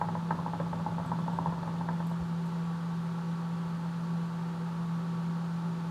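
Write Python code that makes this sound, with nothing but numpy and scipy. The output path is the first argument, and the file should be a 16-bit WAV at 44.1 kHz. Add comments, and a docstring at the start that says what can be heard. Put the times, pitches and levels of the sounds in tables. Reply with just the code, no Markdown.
"""A hookah beside a fan

Air is drawn through a hookah for two seconds: about fourteen times a second a bubble breaks from the stem.
Each pops with a short rising note that rings the vase, and the water throbs; small drops spatter in between.
The mouthpiece ticks faintly and the hose is put down with a soft bump, a short sine of falling pitch.
A fan hums with wavering sines and rushes with shaped noise in the small room throughout."""
import sys
import numpy as np
from scipy import signal
from scipy.fft import rfft, irfft, next_fast_len
from scipy.io import wavfile
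from scipy.ndimage import map_coordinates

SR = 44100
rng = np.random.default_rng(int(sys.argv[2]) if len(sys.argv) > 2 else 0)


def transcribe(signal):
    """Save signal, clipped to [-1, 1], as a 16-bit WAV file at the path in sys.argv[1]."""
    frames = np.atleast_2d(signal).T
    limited = np.clip(frames, -1, 1)
    pcm = np.round(limited * 32767).astype(np.int16)
    wavfile.write(sys.argv[1], SR, pcm)


N = 260190  # length in samples
DRAW_END_S = 1.9  # from here the suction lets go


def amp(db):
    """Turn decibels into a gain."""
    return 10 ** (np.asarray(db) / 20)


def unit(x):
    """Scale x to an average (rms) strength of 1."""
    return x / np.sqrt(np.mean(x ** 2) + 1e-20)


def along(points, hz):
    """Read a curve of (Hz, value) points at any frequency, on a log axis."""
    f, v = np.transpose(points)
    return np.interp(np.log(hz + 1), np.log(f + 1), v)


def wobble(rate):
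    """Draw a smooth random curve through `rate` random points a second."""
    knots = rng.standard_normal(int(N * rate / SR) + 4)
    return map_coordinates(knots, [np.arange(N) * rate / SR])


def filtered(x, response):
    """Multiply the spectrum of x by a response that depends on frequency."""
    size = next_fast_len(len(x) + SR // 4)
    spectrum = rfft(x, size) * response(np.fft.rfftfreq(size, 1 / SR))
    return irfft(spectrum, size)[:len(x)]


def coloured(x, spectrum):
    """Shape x with a curve of (Hz, dB) points, then scale it to rms 1."""
    return unit(filtered(x, lambda hz: amp(along(spectrum, hz))))


def add(track, s, sound):
    """Mix a sound into the track from time s in seconds."""
    part = track[max(round(s * SR), 0):][:len(sound)]
    part += sound[:len(part)]


def ring(hz, db, t60, attack, glide=0):
    """Sum fading sines with a soft start; t60 is the time to fall 60 dB, glide the relative pitch rise a second."""
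    t = np.arange(SR // 3) / SR
    hz, db, t60 = (np.reshape(v, (-1, 1)) for v in (hz, db, t60))
    fade = amp(db - 60 * t / t60)
    modes = fade * np.sin(2 * np.pi * hz * (t + glide * t * t / 2))
    return modes.sum(axis=0) * (1 - np.exp(-t / attack))


def fan(sway=0.16, flutter_db=0.61, tone_sway=0.69, tone_flutter_db=1.5, low_db=-47, air_db=-48.0,
        low_edge_hz=650, blade_hz=168.4):
    """The blades hum a strong wavering tone over weak unsteady motor tones and the rush of moved air."""
    # Level of the hum, with slow drifts and a few quick dips. Each row: time in seconds, level in dB rms.
    hum_levels = [(0, -37), (.3, -33), (.4, -40), (.65, -34), (1.5, -34.5), (2.0, -33.5), (4.0, -35),
                  (4.15, -32.5), (4.7, -36), (4.9, -32.5), (5.65, -33.5), (5.9, -35)]
    # Weaker tones of the fan and its motor. Each row: pitch in Hz, level in dB rms.
    weak_tones = [(120, -61.5), (127, -58.5), (210.3, -60.5), (378.7, -58), (505, -64), (673, -77.5),
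                  (757.5, -71), (841.5, -80), (1010, -68.5), (1136.3, -57.5), (1346.5, -63.5),
                  (1515, -67.5)]
    # Shape of the low rumble. Each row: frequency in Hz, relative level in dB per Hz.
    low_spectrum = [(20, -36), (30, -27), (45, -4.5), (70, 0.5), (90, 6), (135, 7.5), (172, 18.5), (195, 8),
                    (235, 8), (260, 5), (390, 3.5), (435, -3.5), (495, 6.5), (540, -6.5), (575, 6.5),
                    (640, -31.5)]
    # Shape of the air rush. Each row: frequency in Hz, relative level in dB per Hz.
    air_spectrum = [(500, -42), (640, -3), (745, -9.5), (790, -1.5), (890, 5), (1000, -3.5), (1270, -2),
                    (1500, -7.5), (1800, -11), (2050, -17), (3000, -17.5), (4500, -19), (5200, -24.5),
                    (7000, -26.5), (8200, -30.5), (10000, -31.5), (13000, -38), (15700, -44)]
    t = np.arange(N) / SR
    turn = 2 * np.pi * t
    blade_db = np.interp(t, *np.transpose(hum_levels)) + flutter_db * wobble(16)
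    blade = amp(blade_db) * np.sin(blade_hz * turn + sway * wobble(8))
    tones = np.zeros(N)
    for hz, db in weak_tones:
        level = amp(db + tone_flutter_db * wobble(4.89))
        tones += level * np.sin(hz * turn + tone_sway * wobble(4))
    rumble = coloured(rng.standard_normal(N), low_spectrum)
    rumble = filtered(rumble, lambda hz: 1 / (1 + (hz / low_edge_hz) ** 20))
    air = coloured(rng.standard_normal(N), air_spectrum)
    # a sine of peak sqrt(2) has rms 1
    return np.sqrt(2) * (blade + tones) + amp(low_db) * rumble + amp(air_db) * air


def draw(peak_s=1.13, swell_db_per_s=4.5, release_db_per_s=80):
    """The suction swells to a peak, eases off, then lets go: dB relative to a full peak, for each sample."""
    t = np.arange(N) / SR
    swell_db = -swell_db_per_s * np.abs(t - peak_s)
    return swell_db - release_db_per_s * np.maximum(t - DRAW_END_S, 0)


def churn(rate=350, level_db=-45):
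    """Small bubbles and drops spatter in the vase: about `rate` random clicks a second, shaped and faded by the draw."""
    # Shape of the spatter. Each row: frequency in Hz, relative level in dB per Hz.
    spatter_spectrum = [(35, -28), (60, -15), (95, -4.5), (150, 10.5), (250, 3.5), (320, -9.5), (420, -15),
                        (510, -8), (680, -4), (750, -21), (870, 2), (1050, -20), (1200, -16), (1600, -20),
                        (2100, -36), (3000, -36), (3500, -18), (4000, -32), (10000, -65)]
    drops = (rng.random(N) < rate / SR) * rng.standard_normal(N)
    return amp(draw() + level_db) * coloured(drops, spatter_spectrum)


def blips(count=75, level_db=-39, pitch_hz=950, spread=0.283, cycles=22, rise=6):
    """Tiny bubbles at random times each sound one rising note that fades 60 dB in about `cycles` swings."""
    out, draw_db = np.zeros(N), draw()
    starts = rng.uniform(0, DRAW_END_S, count)
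    for s, size in zip(starts, rng.standard_normal(count)):
        hz = pitch_hz * np.exp(spread * size)
        note = ring(hz, level_db + draw_db[int(s * SR)], cycles / hz, attack=0.0016, glide=rise)
        add(out, s, note)
    return out


def bubble_train(jitter_s=.006, size_db=-0.5, spread=0.076, beat_s=.069, shed_share=.6, shed_db=-11):
    """Bubbles break off near a beat: big ones, small ones on the beats between, and weaker ones shed behind."""
    # The big bubbles. Each row: start in seconds, pop level in dB, own pitch in Hz,
    # brightness in dB before the offset shared by all pops.
    big_bubbles = [(0.014, -17.5, 913, -20), (0.086, -25.5, 825, -18.5), (0.152, -24.5, 930, -21),
                   (0.307, -19, 886, -13.5), (0.349, -33, 926, -28), (0.388, -27, 1014, -29),
                   (0.462, -24.5, 900, -35), (0.534, -25.5, 840, -21), (0.6, -23.5, 543, -17.5),
                   (0.664, -34, 830, -27), (0.73, -26.5, 880, -17), (0.796, -29.5, 905, -21),
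                   (0.863, -24.5, 850, -30), (0.982, -27, 872, -21), (0.998, -30.5, 920, -20),
                   (1.048, -32.5, 848, -16), (1.117, -21, 920, -23), (1.188, -31, 1040, -29),
                   (1.28, -24.5, 887, -27), (1.387, -19, 907, -33), (1.459, -21, 910, -29),
                   (1.471, -25.5, 920, -26), (1.523, -30, 976, -21), (1.63, -32.5, 859, -16),
                   (1.676, -28.5, 890, -21), (1.81, -27, 890, -21), (1.887, -24, 905, -11),
                   (2.002, -30, 864, -14), (2.113, -32, 900, -22)]
    small_db, small_hz, small_edge_db = -33.5, 913, -24
    rows, draw_db = list(big_bubbles), draw()
    chances = rng.standard_normal((len(big_bubbles), 4, 3))
    for (start, *_), (end, *_), chance in zip(big_bubbles, big_bubbles[1:], chances):
        steps = max(round((end - start) / beat_s), 1)
        beats = np.linspace(start, end, steps + 1)[1:-1]
        for s, (late, size, shift) in zip(beats, chance):
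            db = small_db + draw_db[int(s * SR)] + size_db * size
            rows.append((s + jitter_s * late, db, small_hz * np.exp(spread * shift), small_edge_db))
    lucks = rng.random((len(big_bubbles), 2))
    for (s, db, *_), (luck, late), shift in zip(big_bubbles, lucks, rng.standard_normal(len(big_bubbles))):
        if luck < shed_share:
            shed_s = s + np.interp(late, [0, 1], (.012, .026))  # 12 to 26 ms behind
            rows.append((shed_s, db + shed_db, small_hz * np.exp(spread * shift), small_edge_db))
    return rows


def muffled(x, edge_hz=1950):
    """The closed vase lets little treble out."""
    return signal.sosfilt(signal.butter(6, edge_hz, fs=SR, output="sos"), x)


def pops(bubbles, level_db=-5, edge_db=16.0, detune=0.019, scatter_db=1, own_db=2, own_t60=0.032, rise=4,
         snap_db=-2, snap_hz=1580, snap_t60=0.0069, splash_db=-31, splash_t60=0.04):
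    """Each bubble bursts with a snap and a little splash, sounds its own short rising note and rings the vase."""
    # Air space of the vase. Each row: pitch in Hz, relative level in dB, time to fall 60 dB in seconds.
    vase_modes = [(272, -6.5, 0.016), (308, -6, 0.059), (515, -14, 0.22), (582, 3.5, 0.024),
                  (690, 5.5, 0.025), (852, -7, 0.072), (905, -3.5, 0.043), (1002, -7, 0.079),
                  (1255, -4, 0.034), (1560, -8, 0.036), (1770, -16, 0.044)]
    # low modes of a pop of usual strength, relative to its main note
    usual_db, hollow_base_db, hollow_per_db, hollow_per_bright = -26, -6, -.5, 0.15
    spray_spectrum = [(500, -7), (1800, 13), (3200, -9), (5000, -30), (9000, -55)]  # (Hz, relative dB)
    out, t = np.zeros(N), np.arange(SR // 3) / SR
    hz, db, t60 = np.transpose(vase_modes)
    chance = rng.standard_normal((len(bubbles), 2, len(vase_modes)))
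    for (s, peak_db, pitch_hz, high_db), (shift, strength) in zip(bubbles, chance):
        note = ring(pitch_hz, own_db, own_t60, attack=0.0023, glide=rise)
        # weak pops favour the low modes, as bright ones do a little; bright ones also lift the high modes
        bright_db = high_db + edge_db
        hollow_db = hollow_base_db + hollow_per_db * (peak_db - usual_db) + hollow_per_bright * bright_db
        colour = along([(680, hollow_db), (830, 0), (1100, 0), (1500, bright_db)], hz)
        # the moving water shifts every mode a little
        mode_hz = hz * (1 + detune * shift)
        mode_db = level_db + db + colour + scatter_db * strength
        vase = ring(mode_hz, mode_db, t60, attack=0.00058)
        snap = ring(snap_hz, snap_db + bright_db, snap_t60, attack=0.0027)
        spray = coloured(rng.standard_normal(len(t)), spray_spectrum)
        splash = amp(splash_db + bright_db - 60 * t / splash_t60) * spray
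        add(out, s, amp(peak_db) * (muffled(note + vase + snap) + splash))
    return out


def gulps(bubbles, level_db=-35, follow=0.32, detune=0.0885):
    """Water falls back behind each bubble and sets trapped air throbbing, more after a big one and in a hard draw."""
    # Rocking water and the air above it. Each row: pitch in Hz, relative level in dB,
    # time to fall 60 dB in seconds.
    water_modes = [(105.4, 2.5, 0.25), (141, 1.5, 0.16), (169.7, 13.5, 0.13), (248, 10.5, 0.1)]
    out, draw_db = np.zeros(N), draw()
    hz, db, t60 = np.transpose(water_modes)
    shifts = rng.standard_normal((len(bubbles), len(water_modes)))
    for (s, peak_db, *_), shift in zip(bubbles, shifts):
        gain = amp(level_db + follow * peak_db + draw_db[int(s * SR)])
        add(out, s, gain * ring(hz * (1 + detune * shift), db, t60, attack=0.006))
    return out


def hose(bump_s=2.19, bump_hz=100, end_hz=50, bump_db=-37, bump_length=0.059, pivot_hz=11600):
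    """The mouthpiece ticks with fading bands of noise and the hose gives one soft bump of falling pitch."""
    # Small ticks. Each row: start in seconds, level in dB, brightness in dB per octave.
    tick_rows = [(1.06, -63, -14), (1.33, -67, -14), (2.069, -56, 5), (2.096, -61, 6), (2.111, -64, -8),
                 (2.457, -66, 4), (2.464, -63, 4)]
    # What the mouthpiece rings with. Each row: centre in Hz, width to either side in Hz,
    # relative level in dB, time to fall 60 dB in seconds.
    mouthpiece_bands = [(7870, 280, -8.5, 0.19), (11600, 1600, -1, .035), (14400, 400, -14, .06)]
    out, t = np.zeros(N), np.arange(SR // 4) / SR
    for s, tick_db, tilt in tick_rows:
        for centre_hz, width_hz, db, t60 in mouthpiece_bands:
            noise = rng.standard_normal(len(t))
            grain = filtered(noise, lambda hz: 1 / (1 + ((hz - centre_hz) / width_hz) ** 2))
            tilt_db = tilt * np.log2(centre_hz / pivot_hz)
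            add(out, s, amp(tick_db + db + tilt_db - 60 * t / t60) * unit(grain))
    progress = np.minimum(t / bump_length, 1)
    phase = 2 * np.pi * np.cumsum(bump_hz + (end_hz - bump_hz) * progress) / SR
    add(out, bump_s, amp(bump_db) * np.sin(np.pi * progress) ** 2 * np.sin(phase))
    return out


def room(x, delay=.007):
    """The walls answer after `delay` seconds with a short noise tail that dies sooner in the treble."""
    # Fading of the room. Each row: frequency in Hz, time to fall 60 dB in seconds.
    decay_times = [(150, 0.43), (1000, 0.21), (10000, 0.1)]
    hz, t, z = signal.stft(rng.standard_normal(SR // 2), SR, nperseg=256)
    fade = amp(-60 * t / along(decay_times, hz)[:, None])
    tail = signal.istft(z * fade, SR, nperseg=256)[1]
    delayed = np.pad(x, (int(delay * SR), 0))
    return signal.fftconvolve(delayed, tail / np.linalg.norm(tail))[:N]


def scene(room_db=-11):
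    """Mix the sounds: only the pops, blips and gulps get an answer from the room; fan, hose and churn stay dry."""
    background = fan() + hose() + churn()
    bubbles = bubble_train()
    water = blips() + pops(bubbles) + gulps(bubbles)
    return (water + amp(room_db) * room(water) + background)[None]


def record(dry, bass_hz=36, top_hz=15720):
    """The microphone drops the deep bass and keeps nothing above its band limit."""
    return filtered(dry[0], lambda hz: np.minimum(hz / bass_hz, 1) ** 2 * (hz < top_hz))[None]


dry = scene()
out = record(dry)
transcribe(out)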